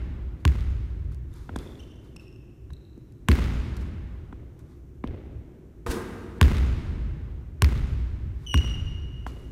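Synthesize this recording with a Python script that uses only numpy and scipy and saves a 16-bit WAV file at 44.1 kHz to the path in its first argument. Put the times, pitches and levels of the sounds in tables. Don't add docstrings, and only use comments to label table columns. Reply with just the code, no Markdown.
import sys
import numpy as np
from scipy import signal
from scipy.fft import rfft, irfft, next_fast_len
from scipy.io import wavfile

SR = 44100
rng = np.random.default_rng(int(sys.argv[2]) if len(sys.argv) > 2 else 0)


def gain_from_db(level_db):
    decades = np.asarray(level_db, float) / 20
    return 10 ** decades


def master(y):
    cut = np.clip(np.atleast_2d(y).T, -1, 1)
    pcm = np.round(cut * 32767)
    wavfile.write(sys.argv[1], SR, pcm.astype(np.int16))


N = 419391
LEAD_S = 1

# t/s, slap peak/dB, boards/dB, top edge re slap/dB, hall send/dB
BOUNCES = [
    (0.451, -14.5, -17.5, -4, -3.5),
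    (3.285, -12, -17.5, -3, 4),
    (6.412, -8, -14, -9.5, -0.06),
    (7.62, -12, -16.5, 0, -1.5),
    (8.541, -14.5, -19, -9.5, -2),
]


def rms_one(x):
    return x / np.sqrt(np.mean(x ** 2) + 1e-20)


def clicks(times_s, db, lead_s=0):
    out = np.full(N + lead_s * SR, 1e-18)
    at = np.round((np.asarray(times_s) + lead_s) * SR).astype(int)
    out[at] = gain_from_db(np.asarray(db))
    return out


def ring(x, hz, t60_s):
    r = gain_from_db(-60 / (t60_s * SR))
    w = 2 * np.pi * hz / SR
    return signal.lfilter([0, np.sin(w)], [1, -2 * r * np.cos(w), r * r], x)


def band(x, low_hz, high_hz):
    sos = signal.butter(2, [low_hz, high_hz], "band", fs=SR, output="sos")
    return signal.sosfilt(sos, x)


def coloured(spectrum, size):
    hz, db = np.transpose(spectrum)[:2]
    log_hz = np.log(np.arange(1, size // 2 + 2) * SR / size)
    gain = gain_from_db(np.interp(log_hz, np.log(hz), db, left=-90, right=-90))
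    return rms_one(irfft(rfft(rng.standard_normal(size)) * gain, size))


def level(rows):
    s, db = np.transpose(rows)
    return gain_from_db(np.interp(np.arange(N) / SR, s, db, left=-150, right=-150))


def swells(rows):
    fade_db = 17.5
    t = np.arange(0, N + 40, 40) / SR
    power = 0
    for s, db, rise_s, fall_s in rows:
        away = np.maximum((s - t) / rise_s, (t - s) / fall_s)
        power = power + gain_from_db(2 * (db - fade_db * away))
    return np.interp(np.arange(N) / SR, t, np.sqrt(power))


def add(out, at_s, x):
    at = round(at_s * SR)
    out[at:at + len(x)] += x[:len(out) - at]


def burst(t60_s, low_hz, high_hz):
    t = np.arange(2000) / SR
    x = band(rng.standard_normal(len(t)) * gain_from_db(-60 * t / t60_s), low_hz, high_hz)
    return x / np.abs(x).max()


def snap(hz):
    cycles = np.arange(-40, 60) / SR * hz
    return np.sin(2 * np.pi * cycles) * np.exp(-(cycles / .4) ** 2) * 1.5


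def boards():
    t = np.arange(SR // 5) / SR
    turns = 68 * t + 108 * .007 * (1 - np.exp(-t / .007)) + .05
    passing = (1 - np.exp(-t / .004)) * np.exp(-(t / .055) ** 4)
    return np.sin(2 * np.pi * turns) * passing


def bounces():
    # f/Hz, level/dB, t60/s
    ball = [(1080, -3, .018), (1450, -4, .009), (1750, -7, .007), (2800, -14, .006), (4200, -17, .004)]
    # t/s, peak/dB, centre f/Hz
    wall = [
        (0.4768, -23, 2020),
        (1.587, -34, 4050),
        (3.3149, -13, 1970),
        (5.0737, -37.5, 2110),
        (6.428, -11.5, 2000),
        (6.4534, -37, 2380),
        (6.582, -28.5, 1960),
        (7.6441, -13.5, 2000),
        (8.575, -23, 2840),
    ]
    # delay/s, level re power sent/dB, centre f/Hz
    far_walls = [
        (.098, -37, 2250),
        (0.156, -21.5, 2410),
    ]
    # t/s, hall send/dB
    earlier = (-0.68, -6.5)
    knock_db, knock_follows = -8, 0.52

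    s, slap_db, boards_db, edge_db, send_db = np.transpose(BOUNCES)
    spread_db = rng.normal(0, 1.5, (len(s), len(ball)))
    tilt = 0.12 * (edge_db + 8)
    out = np.zeros(N)
    for k, (hz, db, t60_s) in enumerate(ball):
        mode_db = slap_db + db + spread_db[:, k] + tilt * np.log2(hz / 1000)
        out += (-1) ** k * ring(clicks(s + 0.001352, mode_db), hz, t60_s)
    copies = list(wall)
    for at, slap, boom_db, edge, sent in BOUNCES:
        early = band(burst(0.022, 790, 3000)[500::-1], 600, 3200)
        add(out, at - 460 / SR, gain_from_db(slap - 24) * early)
        add(out, at + .0003, gain_from_db(slap + 2.5) * snap(2200))
        add(out, at + .001, gain_from_db(slap + edge - 13.5) * burst(.012, 6700, 15000))
        add(out, at + .001, gain_from_db(slap + edge) * burst(0.007, 4000, 11000))
        knock = band(burst(0.12, 110, 410), 140, 350)
        add(out, at + 0.0025, gain_from_db(knock_db + knock_follows * (slap + sent)) * knock)
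        add(out, at + 100 / SR, gain_from_db(boom_db + 7.0) * boards())
        copies += [(at + late_s, slap + sent + db, hz) for late_s, db, hz in far_walls]
    for at, db, hz in copies:
        add(out, at, gain_from_db(db - 3) * snap(1.3 * hz))
        puff = burst(.008, .7 * hz, 2.2 * hz) + gain_from_db(-10) * burst(.006, 5000, 15000)
        add(out, at + .0008, gain_from_db(db - 4) * puff)
    send = clicks(s, slap_db + send_db - 13.0, LEAD_S)
    send += clicks([earlier[0]], [earlier[1] - 12.0], LEAD_S)
    return out, send


def hoop():
    # t/s, peak/dB
    hit = [
        (5.864, -25),
    ]
    # f/Hz, level/dB, t60/s
    modes = [(102.6, -10.5, 0.23), (156.5, -17, 0.033), (280, -33, 0.16), (370, -14, 0.014),
             (393, -7, 0.065), (449.7, -7.5, 0.22), (676, -15.5, 0.12), (1000, -20, 0.065),
             (1244, -7, 0.03), (1480, -10.5, 0.036), (1810, -10.5, 0.024), (9030, -38, .1),
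             (10570, -52.5, .08)]
    # t/s, level/dB
    net = [
        (5.864, -41.5),
        (5.896, -44),
        (5.914, -32.5),
        (5.928, -39.5),
        (6.032, -52.5),
        (6.356, -67.5),
        (6.39, -62),
    ]
    # f/Hz, level/(dB per Hz)
    net_colour = [(120, -41.5), (200, -31), (401, -13), (777, -10.5), (1590, -11.5), (2170, -18),
                  (3130, -20), (9750, -24), (16000, -33.5)]
    at, db = hit[0]
    t = np.arange(SR // 8) / SR
    contacts = rng.random(len(t)) < 900.0 / SR
    blows = clicks([at], [0])
    add(blows, at, contacts * rng.standard_normal(len(t)) * gain_from_db(-12.0 - 800.0 * t))
    clank = gain_from_db(db) * sum(gain_from_db(g) * ring(blows, hz, t60_s) for hz, g, t60_s in modes)
    add(clank, at, gain_from_db(db - 19.0) * burst(.012, 2000, 14000))
    add(clank, at, gain_from_db(db - 3.5) * band(burst(0.058, 1000, 1280), 690, 1740))
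    add(clank, at, gain_from_db(db - 8) * snap(2500))
    return clank + gain_from_db(1.0) * level(net) * coloured(net_colour, N)


def taps():
    # t/s, peak/dB, ping re peak/dB, thump/dB, top edge/dB
    contacts = [
        (1.492, -26.5, -6, -31, -67),
        (1.559, -26, -3, -21, -43),
        (2.16, -54.5, 6, -55, -49.5),
        (2.703, -43.5, -3.5, -56, -65),
        (2.975, -59, -7, -33, -69),
        (4.326, -36, -0.5, -32.5, -67),
        (5.039, -22.5, -4, -18.5, -59.5),
        (9.264, -28, 4, -30, -50),
    ]
    # t/s, peak/dB
    ticks = [(1.1243, -56), (1.146, -48.5), (1.3309, -62), (1.339, -47), (1.3628, -53), (1.3833, -53),
             (2.733, -47), (2.9084, -70), (3.123, -53), (3.767, -38), (4.5922, -49.5), (9.028, -69)]
    # f/Hz, level/dB, t60/s
    air_modes = [(740, -4, .016), (1030, -2, .018), (1300, -4, .012), (1620, -5, .011), (3300, -20, .008)]
    # t/s, level/dB, rise/s, fall/s
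    scuffs = [(.406, -76, 0.035, 0.1), (1.12, -66.5, 0.0076, 0.039), (1.362, -66, 0.069, 0.33),
              (1.6, -62, 0.06, 0.31), (1.792, -71.5, .04, 0.3), (2.046, -73.5, 0.06, 0.17),
              (2.204, -70, 0.016, 0.14), (2.318, -81, 0.02, 0.21), (3.77, -53, 0.0026, 0.0088),
              (3.816, -61.5, .03, .03), (3.87, -71, .1, 0.054), (4.6, -72, .025, .035),
              (4.716, -75.5, .15, 0.13), (8.455, -69, 0.14, .01), (9.27, -59, 0.0042, .1),
              (9.4, -70, 0.28, .4)]
    # f/Hz, level/(dB per Hz)
    scuff_colour = [(410, -49.5), (700, -8), (1020, 3), (2370, -8.5), (2920, -13.5), (3550, -8.5),
                    (13700, -19.5), (16000, -35)]
    send_db = -17

    out, send = np.zeros(N), np.zeros(N)
    unit = np.eye(1, 2000, 40)[0]
    spread = band(unit, 220, 3500) + gain_from_db(9.5) * band(unit, 290, 780)
    for at, db, ping_db, thump_db, edge_db in contacts:
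        pat = .6 * band(burst(.014, 400, 2300), 350, 2600)
        grip_db = rng.normal(0, 2, len(air_modes))
        ping = np.zeros(len(unit))
        for k, (hz, g, t60_s) in enumerate(air_modes):
            ping += (-1) ** k * gain_from_db(g + grip_db[k]) * ring(unit, hz, t60_s)
        add(out, at, gain_from_db(db) * (pat + gain_from_db(ping_db) * ping))
        add(out, at + 0.0028, gain_from_db(edge_db + 8.5) * burst(0.018, 2100, 9500))
        thump = band(ring(unit, 248, 0.023), 150, 640)
        add(out, at + 0.001, gain_from_db(thump_db + 4.0) * thump)
        add(send, at, gain_from_db(db + send_db) * spread)
    for at, db in ticks:
        add(out, at, gain_from_db(db) * burst(0.0086, 2300, 12600))
    grit = gain_from_db(0.74 * rms_one(band(rng.standard_normal(N), 11, 240)))
    slide = gain_from_db(7.5) * swells(scuffs) * rms_one(grit * coloured(scuff_colour, N))
    return out + slide, send + gain_from_db(-59.5) * slide


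def squeaks():
    # t/s, length/s, pitch f/Hz, final level/dB, overtone boost/dB
    slips = [
        (1.328, 0.015, 3570, -71, -8),
        (1.557, 0.0065, 3310, -44, -12),
        (1.791, 0.012, 2770, -57, 1),
        (1.799, .011, 3015, -56, -3.5),
        (2.163, 0.0094, 2630, -51, 1.5),
        (2.702, 0.0076, 3900, -61, -17),
        (2.734, 0.0063, 3880, -50, -12),
        (8.463, .101, 3003, -30.5, -5),
    ]
    overtones_db = [-2, -7, -19.5, -29, -30]
    # delay/s, level/dB
    wall_echoes = [(.031, -7), (.115, -9), (.161, -13), (.195, -13)]
    bite_share, bite_s, sag_hz_per_s = .08, 0.0022, 1700
    grip_s, swell_db_per_s = .004, 117
    bite_db, bite_fade_s, flutter_db = 9, 0.0086, 2.5

    out = np.zeros(N)
    for s, length_s, first_hz, db, boost_db in slips:
        t = np.arange(0, length_s, 1 / SR)
        shake = rms_one(band(rng.standard_normal(8000), 43, 180))[-len(t):]
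        flutter = rms_one(band(rng.standard_normal(8000), 43, 180))[-len(t):]
        hz = first_hz - sag_hz_per_s * t + bite_share * first_hz * np.exp(-t / bite_s)
        waver = 1 + .0006 / length_s ** .65 * shake
        turns = np.cumsum(hz * waver) / SR
        tone = np.zeros(len(t))
        for k, g in enumerate(overtones_db):
            tone += gain_from_db(g + boost_db * (k > 0)) * np.sin(2 * np.pi * (k + 1) * turns)
        grip = np.minimum(1, np.minimum(t, length_s - t) / grip_s) ** 2
        gain_db = db - swell_db_per_s * (length_s - t)
        gain_db += bite_db * np.exp(-t / bite_fade_s) + flutter_db * flutter
        add(out, s, np.sqrt(2) * tone * grip * gain_from_db(gain_db))
    echoes = np.zeros(N)
    for late_s, db in wall_echoes:
        add(echoes, late_s, gain_from_db(db) * out)
    return out, band(echoes, 1000, 12000)


def hall():
    # f/Hz, level/(dB per Hz), t60/s
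    decay = [(98, 5, 3.4), (183, 13.5, 2.5), (274, 8, 2.84), (578, -13, 3.46), (1060, -8.5, 2.48),
             (2000, -8, 2.14), (3500, -15.5, 1.99), (6020, -22, 1.54), (10000, -31, 1.5),
             (15000, -25.5, 0.62)]
    t = np.arange(3 * SR) / SR
    hz, db, t60_s = np.transpose(decay)
    edges_hz, tail = np.geomspace(80, 16500, 20), np.zeros(len(t))
    for low, high in zip(edges_hz, edges_hz[1:]):
        at = np.log(low * high) / 2
        gain_db = np.interp(at, np.log(hz), db) - 60 * t / np.interp(at, np.log(hz), t60_s)
        tail += gain_from_db(gain_db) * band(rng.standard_normal(len(t)), low, high)
    grain = rms_one(band(rng.standard_normal(len(t)), 15, 270))
    tail *= gain_from_db(4 * grain * np.exp(-t / .3))
    return tail * (1 - np.exp(-t / .012))


def boom():
    # f/Hz, level/(dB per Hz)
    boom_colour = [(12, -38.5), (20, 1.5), (39, -6.5), (59, 5), (97, -6.5), (160, -15), (210, -63.5),
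                   (350, -120)]
    # delay/s, level re boards/dB, rise/s, fall/s
    returns = [
        (0.046, -1, 0.016, 0.053),
        (0.21, -9.5, 0.21, 0.11),
        (0.32, -9.5, 0.26, 0.1),
        (0.644, -15.5, 0.14, 0.24),
        (.12, -6.5, .06, 1),
    ]
    # t/s, level/dB, rise/s, fall/s
    shakes = [
        (.06, -29, 0.18, 0.67),
        (1.53, -30.5, 0.026, 0.22),
        (2.73, -32, 0.13, 0.08),
        (5.07, -27.5, 0.024, 0.18),
        (5.37, -32.5, 0.16, 0.078),
        (5.9, -19, .03, 0.024),
        (5.95, -44, .05, 0.55),
    ]
    rumble_db, evenness = -48.5, 0.2
    x = coloured(boom_colour, N)
    envelope = np.abs(signal.hilbert(x, next_fast_len(N)))[:N]
    after = []
    for s, slap_db, boards_db, *rest in BOUNCES:
        after += [(s + late_s, boards_db + db, rise_s, fall_s) for late_s, db, rise_s, fall_s in returns]
    gain = np.hypot(swells(after + list(shakes)), gain_from_db(rumble_db))
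    return gain * rms_one(x / (envelope + 0.15) ** evenness)


def ventilation():
    # f/Hz, level/(dB per Hz)
    air = [(59, -44.5), (100, 5), (129, 5), (202, -7), (373, -2.5), (442, -15.5), (752, -28.5), (1650, -33),
           (4870, -47), (5650, -42), (10500, -49), (15000, -46), (16000, -79.5)]
    return gain_from_db(-49.5) * coloured(air, N)


def scene():
    ball, send = bounces()
    basket = hoop()
    touch, touch_send = taps()
    soles, echoes = squeaks()
    bright = signal.lfilter([1, -.7], [1], band(soles, 1000, 10500))
    send[LEAD_S * SR:] += touch_send + gain_from_db(-20.0) * bright + gain_from_db(-31.5) * basket
    tail = signal.fftconvolve(send, hall())[LEAD_S * SR:][:N]
    direct = ball + touch + soles + echoes + basket
    return (direct + tail + boom() + ventilation())[None]


def band_limit(x):
    return signal.sosfilt(signal.butter(12, 16860, fs=SR, output="sos"), x)


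def record(dry):
    dry = signal.sosfilt(signal.butter(2, 38, "high", fs=SR, output="sos"), dry)
    dry = signal.sosfilt(signal.cheby2(10, 60, 17000, fs=SR, output="sos"), dry)
    return band_limit(dry)


dry = scene()
out = record(dry)
master(out)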